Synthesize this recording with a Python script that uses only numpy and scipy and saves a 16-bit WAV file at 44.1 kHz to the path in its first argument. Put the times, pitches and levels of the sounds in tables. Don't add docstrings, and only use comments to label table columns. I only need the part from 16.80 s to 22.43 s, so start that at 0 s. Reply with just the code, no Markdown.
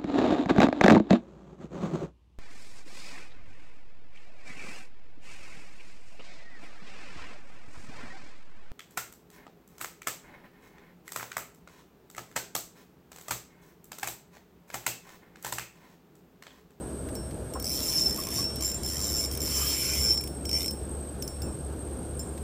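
import sys
import numpy as np
from scipy import signal
from scipy.fft import rfft, irfft, next_fast_len
from scipy.io import wavfile
from scipy.ndimage import uniform_filter1d, map_coordinates

SR = 44100
rng = np.random.default_rng(int(sys.argv[2]) if len(sys.argv) > 2 else 0)


def generate_wav(sig):
    pcm = np.round(np.clip(np.atleast_2d(sig).T, -1, 1) * 32767).astype(np.int16)
    wavfile.write(sys.argv[1], SR, pcm)


N = 248264

# (start [s], crest [s], end [s],
# start speed [teeth/s], crest speed [teeth/s], end speed [teeth/s], shake [share of the speed])
LINE_PULLS = [(.843, 1.07, 1.332, 90.4, 162.7, 44, .1), (1.344, 1.403, 1.475, 56.1, 86.2, 33.7, .05),
              (1.487, 1.554, 1.65, 56.6, 138.8, 51, .11), (1.807, 1.883, 1.925, 53, 96, 58.6, .15),
              (2.032, 2.435, 2.462, 70.3, 111.2, 99.3, .09), (2.512, 2.522, 2.59, 72.6, 74.8, 38.8, .3),
              (2.604, 2.801, 3.356, 67.4, 244.6, 82, .16), (3.693, 3.78, 3.886, 40.7, 95, 33.7, 0)]


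def amp(db):
    return 10 ** (np.asarray(db) / 20)


def unit(x):
    return x / np.sqrt(np.mean(x ** 2) + 1e-20)


def clock():
    return np.arange(N) / SR


def curves(rows, t):
    times, *columns = np.transpose(rows)
    return [np.interp(t, times, column) for column in columns]


def wobble(rate):
    return map_coordinates(rng.standard_normal(int(N * rate / SR) + 4), [clock() * rate])


def colour(x, points):
    size = next_fast_len(N + 8192)
    hz = np.fft.rfftfreq(size, 1 / SR)
    point_hz, db = np.transpose(points)
    gain = amp(np.interp(np.log(hz + 1), np.log(point_hz), db, left=-120, right=-120))
    return irfft(rfft(x, size) * unit(gain), size)[:N]


def noise(points):
    return unit(colour(rng.standard_normal(N), points))


def patchy(x, depth_db):
    spectra = signal.stft(x, nperseg=1024)[2]
    patches = uniform_filter1d(rng.standard_normal(spectra.shape), size=5, axis=0)
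    patches = uniform_filter1d(patches, size=5, axis=1)
    return signal.istft(spectra * unit(amp(depth_db * unit(patches))), nperseg=1024)[1][:N]


def strike(times, gains, response):
    hits = np.bincount(np.round(times * SR).astype(int), gains, N)[:N]
    return signal.fftconvolve(hits, response)[:N]


def bursts(times, db, rise, t60, alike):
    t = np.arange(SR // 20) / SR
    shape = (1 - np.exp(-t / rise)) ** 2 * amp(-60 * t / t60)
    shape = shape / np.linalg.norm(shape)
    same = strike(times, amp(db), shape * rng.standard_normal(len(t)))
    fresh = np.sqrt(np.abs(strike(times, amp(db) ** 2, shape ** 2))) * rng.standard_normal(N)
    return np.sqrt(alike) * same + np.sqrt(1 - alike) * fresh


def sine(hz):
    return np.sin(2 * np.pi * np.cumsum(hz) / SR)


def chirp(start, length, from_hz, to_hz, db):
    progress = np.clip((clock() - start) / length, 0, 1)
    return amp(db) * np.sin(np.pi * progress) * sine(from_hz + (to_hz - from_hz) * progress)


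def rumble_and_hiss():
    # (frequency [Hz], relative level [dB])
    rumble_tone = [(15, -24), (30, -9), (48, -2.5), (64, 3.5), (100, 0.5), (160, -2), (320, -1.5),
                   (480, -5.5), (650, -10.5), (850, -16), (1200, -21), (1600, -23), (2050, -35.5),
                   (3500, -51)]
    hiss_tone = [(1200, -23), (2200, 3), (4000, 1.5), (6500, -0.5), (10000, 1), (13000, -1.5), (15500, -8)]
    rumble = amp(-38.5 + 1.06 * wobble(9)) * patchy(noise(rumble_tone), depth_db=1.0)
    return rumble + amp(-57.5) * noise(hiss_tone)


def far_drones():
    # (start [s], end [s], pitch [Hz], level [dB])
    drones = [(0, 2.13, 105, -49), (0, 0.49, 410, -48.5), (1, 6.6, 330, -51.5), (0, 1.9, 636, -51)]
    t = clock()
    sound = np.zeros(N)
    for start, end, hz, db in drones:
        fade = np.clip(np.minimum(t - start, end - t) / 0.073, 0, 1)
        waver_hz = hz * 0.0115 * wobble(50)
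        sound += fade * amp(db + 0.65 * wobble(12)) * sine(hz + waver_hz)
    return sound


def far_engine():
    # (time [s], firing rate [Hz], relative level [dB])
    running = [(0, 68.23, -44), (1.22, 67.7, -48.5), (1.75, 67.8, -41.5), (2.9, 69.1, -38.5),
               (4.7, 70.6, -40), (5.63, 71.8, -37.5)]
    # (multiple of the firing rate, relative level [dB])
    harmonics = [(1, 1.5), (2, -10.5), (3, -15.5), (6, -19), (7, -16.5)]
    t = clock()
    firing_hz, hum_db = curves(running, t)
    phase = 2 * np.pi * np.cumsum(firing_hz) / SR
    throb_db = 1.03 * np.cos(2 * np.pi * 3.9 * t + .5 * wobble(2.12))
    hum = sum(amp(db + 2.6 * wobble(11)) * np.sin(multiple * (phase + 0.19 * wobble(8)))
              for multiple, db in harmonics)
    return amp(hum_db + throb_db + 0.5) * hum


def insects():
    # (frequency [Hz], relative level [dB])
    chorus_tone = [(7500, -24), (7950, -14), (8150, 0.5), (8400, 0), (8650, -4), (8950, -4.5), (9250, -27)]
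    # (start [s], end [s], pitch [Hz], relative level [dB])
    calls = [(0, .48, 8330, -44.5), (1.701, 3.3, 8504, -44), (3.539, 4.31, 8330, -39),
             (4.536, 4.879, 8450, -41), (4.98, 5.542, 8650, -41.5)]
    t = clock()
    pairs_per_second = 16.6
    sound = amp(-50 + 1.93 * wobble(40)) * noise(chorus_tone)
    for start, end, hz, db in calls:
        beat = ((t - start) * pairs_per_second) % 1
        pulses = np.exp(-((beat - .2) / 0.07) ** 2) + np.exp(-((beat - .53) / 0.11) ** 2)
        tone = sine(hz + 70 * wobble(300))
        sound += amp(db + 0.5 + 0.5 * wobble(24.85)) * pulses * tone * ((t > start) & (t < end))
    return sound


def bird():
    return chirp(4.61, 0.091, from_hz=2800, to_hz=2500, db=-60)


def water_plop():
    slap = bursts(np.array([.752]), np.array([-9.]), rise=0.0045, t60=0.098, alike=0)
    bubble = chirp(.751, 0.019, from_hz=1020, to_hz=1060, db=-32.5)
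    return bubble + colour(slap, [(350, 5), (700, 2.0), (1300, -5), (2000, -15)])


def tackle_ticks():
    # (time [s], relative level [dB])
    ticks = [(0.2864, -30.5), (0.5087, -32), (5.5766, -32)]
    times, db = np.transpose(ticks)
    taps = bursts(times, db + 8.5, rise=0.00069, t60=0.039, alike=0)
    return colour(taps, [(1500, 7), (3000, 3), (12000, -2.5), (15500, -1)])


def pull_speed(pull, t):
    start, crest, end, first, top, last, shake = pull
    shake_hz, shake_crest_s = 7.55, 2.9
    arch = np.sin(np.pi / 2 * np.interp(t, [start, crest, end], [0, 1, 2]))
    edge_speed = np.where(t < crest, first, last)
    tremor = 1 + shake * np.cos(2 * np.pi * shake_hz * (t - shake_crest_s))
    return (edge_speed + (top - edge_speed) * arch) * tremor * ((t >= start) & (t < end))


def spool_speed(smooth_s):
    t = clock()
    return uniform_filter1d(sum(pull_speed(pull, t) for pull in LINE_PULLS), int(smooth_s * SR))


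def line_rub():
    # (frequency [Hz], relative level [dB])
    rub_tone = [(700, -25), (950, -3), (1110, -2.5), (1350, -4.5), (1750, -4), (2300, -5), (3300, -6.5),
                (4500, -7.5), (6000, -2), (9500, -9), (13000, -9.5), (15500, -26)]
    t = clock()
    start_s, end_s, fade_s = 0.81, 3.51, 0.22
    fade = np.clip(np.minimum(t - start_s, end_s - t) / fade_s, 0, 1)
    speed = spool_speed(smooth_s=0.22)
    level_db = -50.5 + 0.04 * speed + 0.5 * wobble(40.5)
    return fade * amp(level_db) * patchy(noise(rub_tone), depth_db=4.0)


def line_squeaks():
    # (time [s], energy [dB])
    squeaks = [(1.378, -11.5), (1.462, -15), (1.578, -13.5), (1.81, -14)]
    # (frequency [Hz], relative level [dB])
    squeak_tone = [(900, -27), (1080, 3), (1160, 2), (1350, -22), (2200, -14), (3000, -25)]
    times, db = np.transpose(squeaks)
    return colour(bursts(times, db, rise=0.0062, t60=0.13, alike=0), squeak_tone)


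def tooth_hits():
    # (time [s], low clack boost [dB], low ring boost [dB], middle ring boost [dB], lean [dB])
    lone_teeth = [(0.352, -7.5, 1, -10, 14), (0.736, -2, 3, -6, 9), (.798, -7, 14, -15, 6),
                  (.824, -5, -5, -9, 5), (1.758, -2, 12, -11, 6), (1.943, -4, 4, 13, -4),
                  (3.374, 0, 16.5, 6, -2), (3.41, -1, -5, -2, 0), (3.438, -5, -1, -12, -4),
                  (3.474, -2.5, -10, -18, 0), (3.653, 1, 11.5, -4, 5), (3.909, -1, 6, -20, -12),
                  (4.423, 2.5, 5.5, -4, -4), (4.477, 1, 5, -3, 6), (4.619, 0, 7, 0, 3),
                  (5.393, -13, 1, 3, -6)]
    # (low clack boost [dB], low ring boost [dB], middle ring boost [dB])
    pull_tones = [(0.5, 3, -4), (0, -2, -1.5), (0.5, 3.5, -6), (0, 7.5, 4), (0, 6, 2.5), (-5.5, 1, -12),
                  (-.5, 4.5, 0), (1, 5, -6)]
    # (time [s], half length [s], boost [dB], lean [dB])
    swells = [(0.898, .04, 6.5, -3), (1.248, 0.12, 13, -6), (1.637, 0.06, 14.5, 8),
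              (2.384, 0.018, 5.5, -14), (3.283, 0.07, 15, 1.5), (3.723, 0.034, 17, 7),
              (3.877, 0.032, 9, -16)]
    lone_hit_db, lone_high_db, pull_high_db = -18.5, -4.5, -9
    rows = [(time, lone_hit_db, clack_db, low_db, middle_db, lone_high_db, lean_db)
            for time, clack_db, low_db, middle_db, lean_db in lone_teeth]
    for pull, (clack_db, low_db, middle_db) in zip(LINE_PULLS, pull_tones):
        t = np.arange(pull[0], pull[2], 1 / SR)
        speed = pull_speed(pull, t)
        new_tooth = np.diff(np.floor(np.cumsum(speed) / SR), prepend=-1) > 0
        times, speed = t[new_tooth], speed[new_tooth]
        times = times + .04 * rng.standard_normal(len(times)) / speed
        hit_db = -16.5 + .5 * np.log2(speed / 100)
        swell_db, lean_db = sum(np.outer([db, lean], np.exp(-((times - at) / half) ** 2))
                                for at, half, db, lean in swells)
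        columns = times, hit_db, clack_db, low_db + swell_db, middle_db, pull_high_db, lean_db
        rows += zip(*np.broadcast_arrays(*columns))
    return np.array(rows)


def pawl_clacks(times, db, low_boost_db):
    # (frequency [Hz], relative level [dB])
    low_tone = [(1900, -34.5), (2500, -15.5), (3900, -12), (4500, -9.5), (4950, -1.5), (5600, 0), (6100, 0),
                (6900, -7.5), (8000, -12.5), (9500, -29)]
    high_tone = [(7000, -3), (8400, -18), (9300, -5), (9900, -1), (11300, -3.5), (12000, -6), (13100, 1),
                 (14200, -5.5), (15300, -1)]
    body_tone = [(1750, -56), (2020, -2.5), (2220, 4), (2550, -7.5), (3300, -11), (5000, -40)]
    # (time [s], boost [dB])
    body_boosts = [(.35, -17), (.75, -7.5), (1.15, -24.5), (1.45, -9), (2.5, -14), (2.8, -5.5),
                   (3.15, -0.5), (3.42, -8.5), (3.8, -1.5), (4.0, -11), (5.4, -20)]
    body_db, = curves(body_boosts, times)
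    low_db = db + low_boost_db + 1.8 * rng.standard_normal(len(times))
    low = colour(bursts(times, low_db + 2.5, rise=0.001, t60=0.012, alike=0.37), low_tone)
    high = colour(bursts(times, db + 2.5, rise=0.00073, t60=0.017, alike=0.5), high_tone)
    body = colour(bursts(times, db + body_db, rise=0.0013, t60=0.009, alike=0.72), body_tone)
    return patchy(low + high + body, depth_db=4.5)


def spool_ring(times, db, boosts_db, lean_db):
    # (pitch [Hz], relative level [dB], time to fade 60 dB [s])
    notes = [(5326, -2.5, .12), (5426, -4.5, .39), (7320, 0, .15), (7337, -7, .55), (8400, -1, .05),
             (10675, .5, .38), (15000, -3, .24)]
    t = np.arange(SR // 2) / SR
    contact = np.hanning(SR // 400)
    contact /= contact.sum()
    pair_db = np.array([-lean_db, lean_db]) - 10 * np.log10(amp(lean_db) ** 2 + amp(-lean_db) ** 2)
    pair_db += 10 * np.log10(2)
    flutter_db = 3.5 * np.clip(spool_speed(smooth_s=.02) / 80, 0, 1)
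    ring = np.zeros(N)
    for k, (hz, note_db, t60) in enumerate(notes):
        group = np.searchsorted([6500, 7800], hz)
        hit_db = db + note_db + boosts_db[group] + (pair_db[k] if k < 2 else 0)
        hit_db += 2.5 * rng.standard_normal(len(times))
        fade = amp(-60 * t / t60) ** 2
        power = np.abs(strike(times, amp(hit_db) ** 2, signal.fftconvolve(fade / fade.sum(), contact)))
        phase_jolts = strike(times, 1.085 * rng.standard_normal(len(times)), contact)
        tone = np.sin(2 * np.pi * hz * clock() + np.cumsum(phase_jolts))
        ring += amp(flutter_db * wobble(70)) * np.sqrt(2 * power) * tone
    return ring


def reel_ratchet():
    times, db, low_clack_db, *ring_boosts_db, lean_db = tooth_hits().T
    db = db + 0.61 * rng.standard_normal(len(times))
    return pawl_clacks(times, db, low_clack_db) + spool_ring(times, db, ring_boosts_db, lean_db)


def scene():
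    fishing = reel_ratchet() + line_rub() + line_squeaks() + tackle_ticks()
    nature = water_plop() + insects() + bird()
    distance = far_engine() + far_drones() + rumble_and_hiss()
    return (fishing + nature + distance)[None]


def record(dry):
    top_hz = 15600
    size = next_fast_len(N + 8192)
    kept = np.fft.rfftfreq(size, 1 / SR) < top_hz
    return irfft(rfft(dry, size) * kept, size)[:, :N]


dry = scene()
out = record(dry)
generate_wav(out)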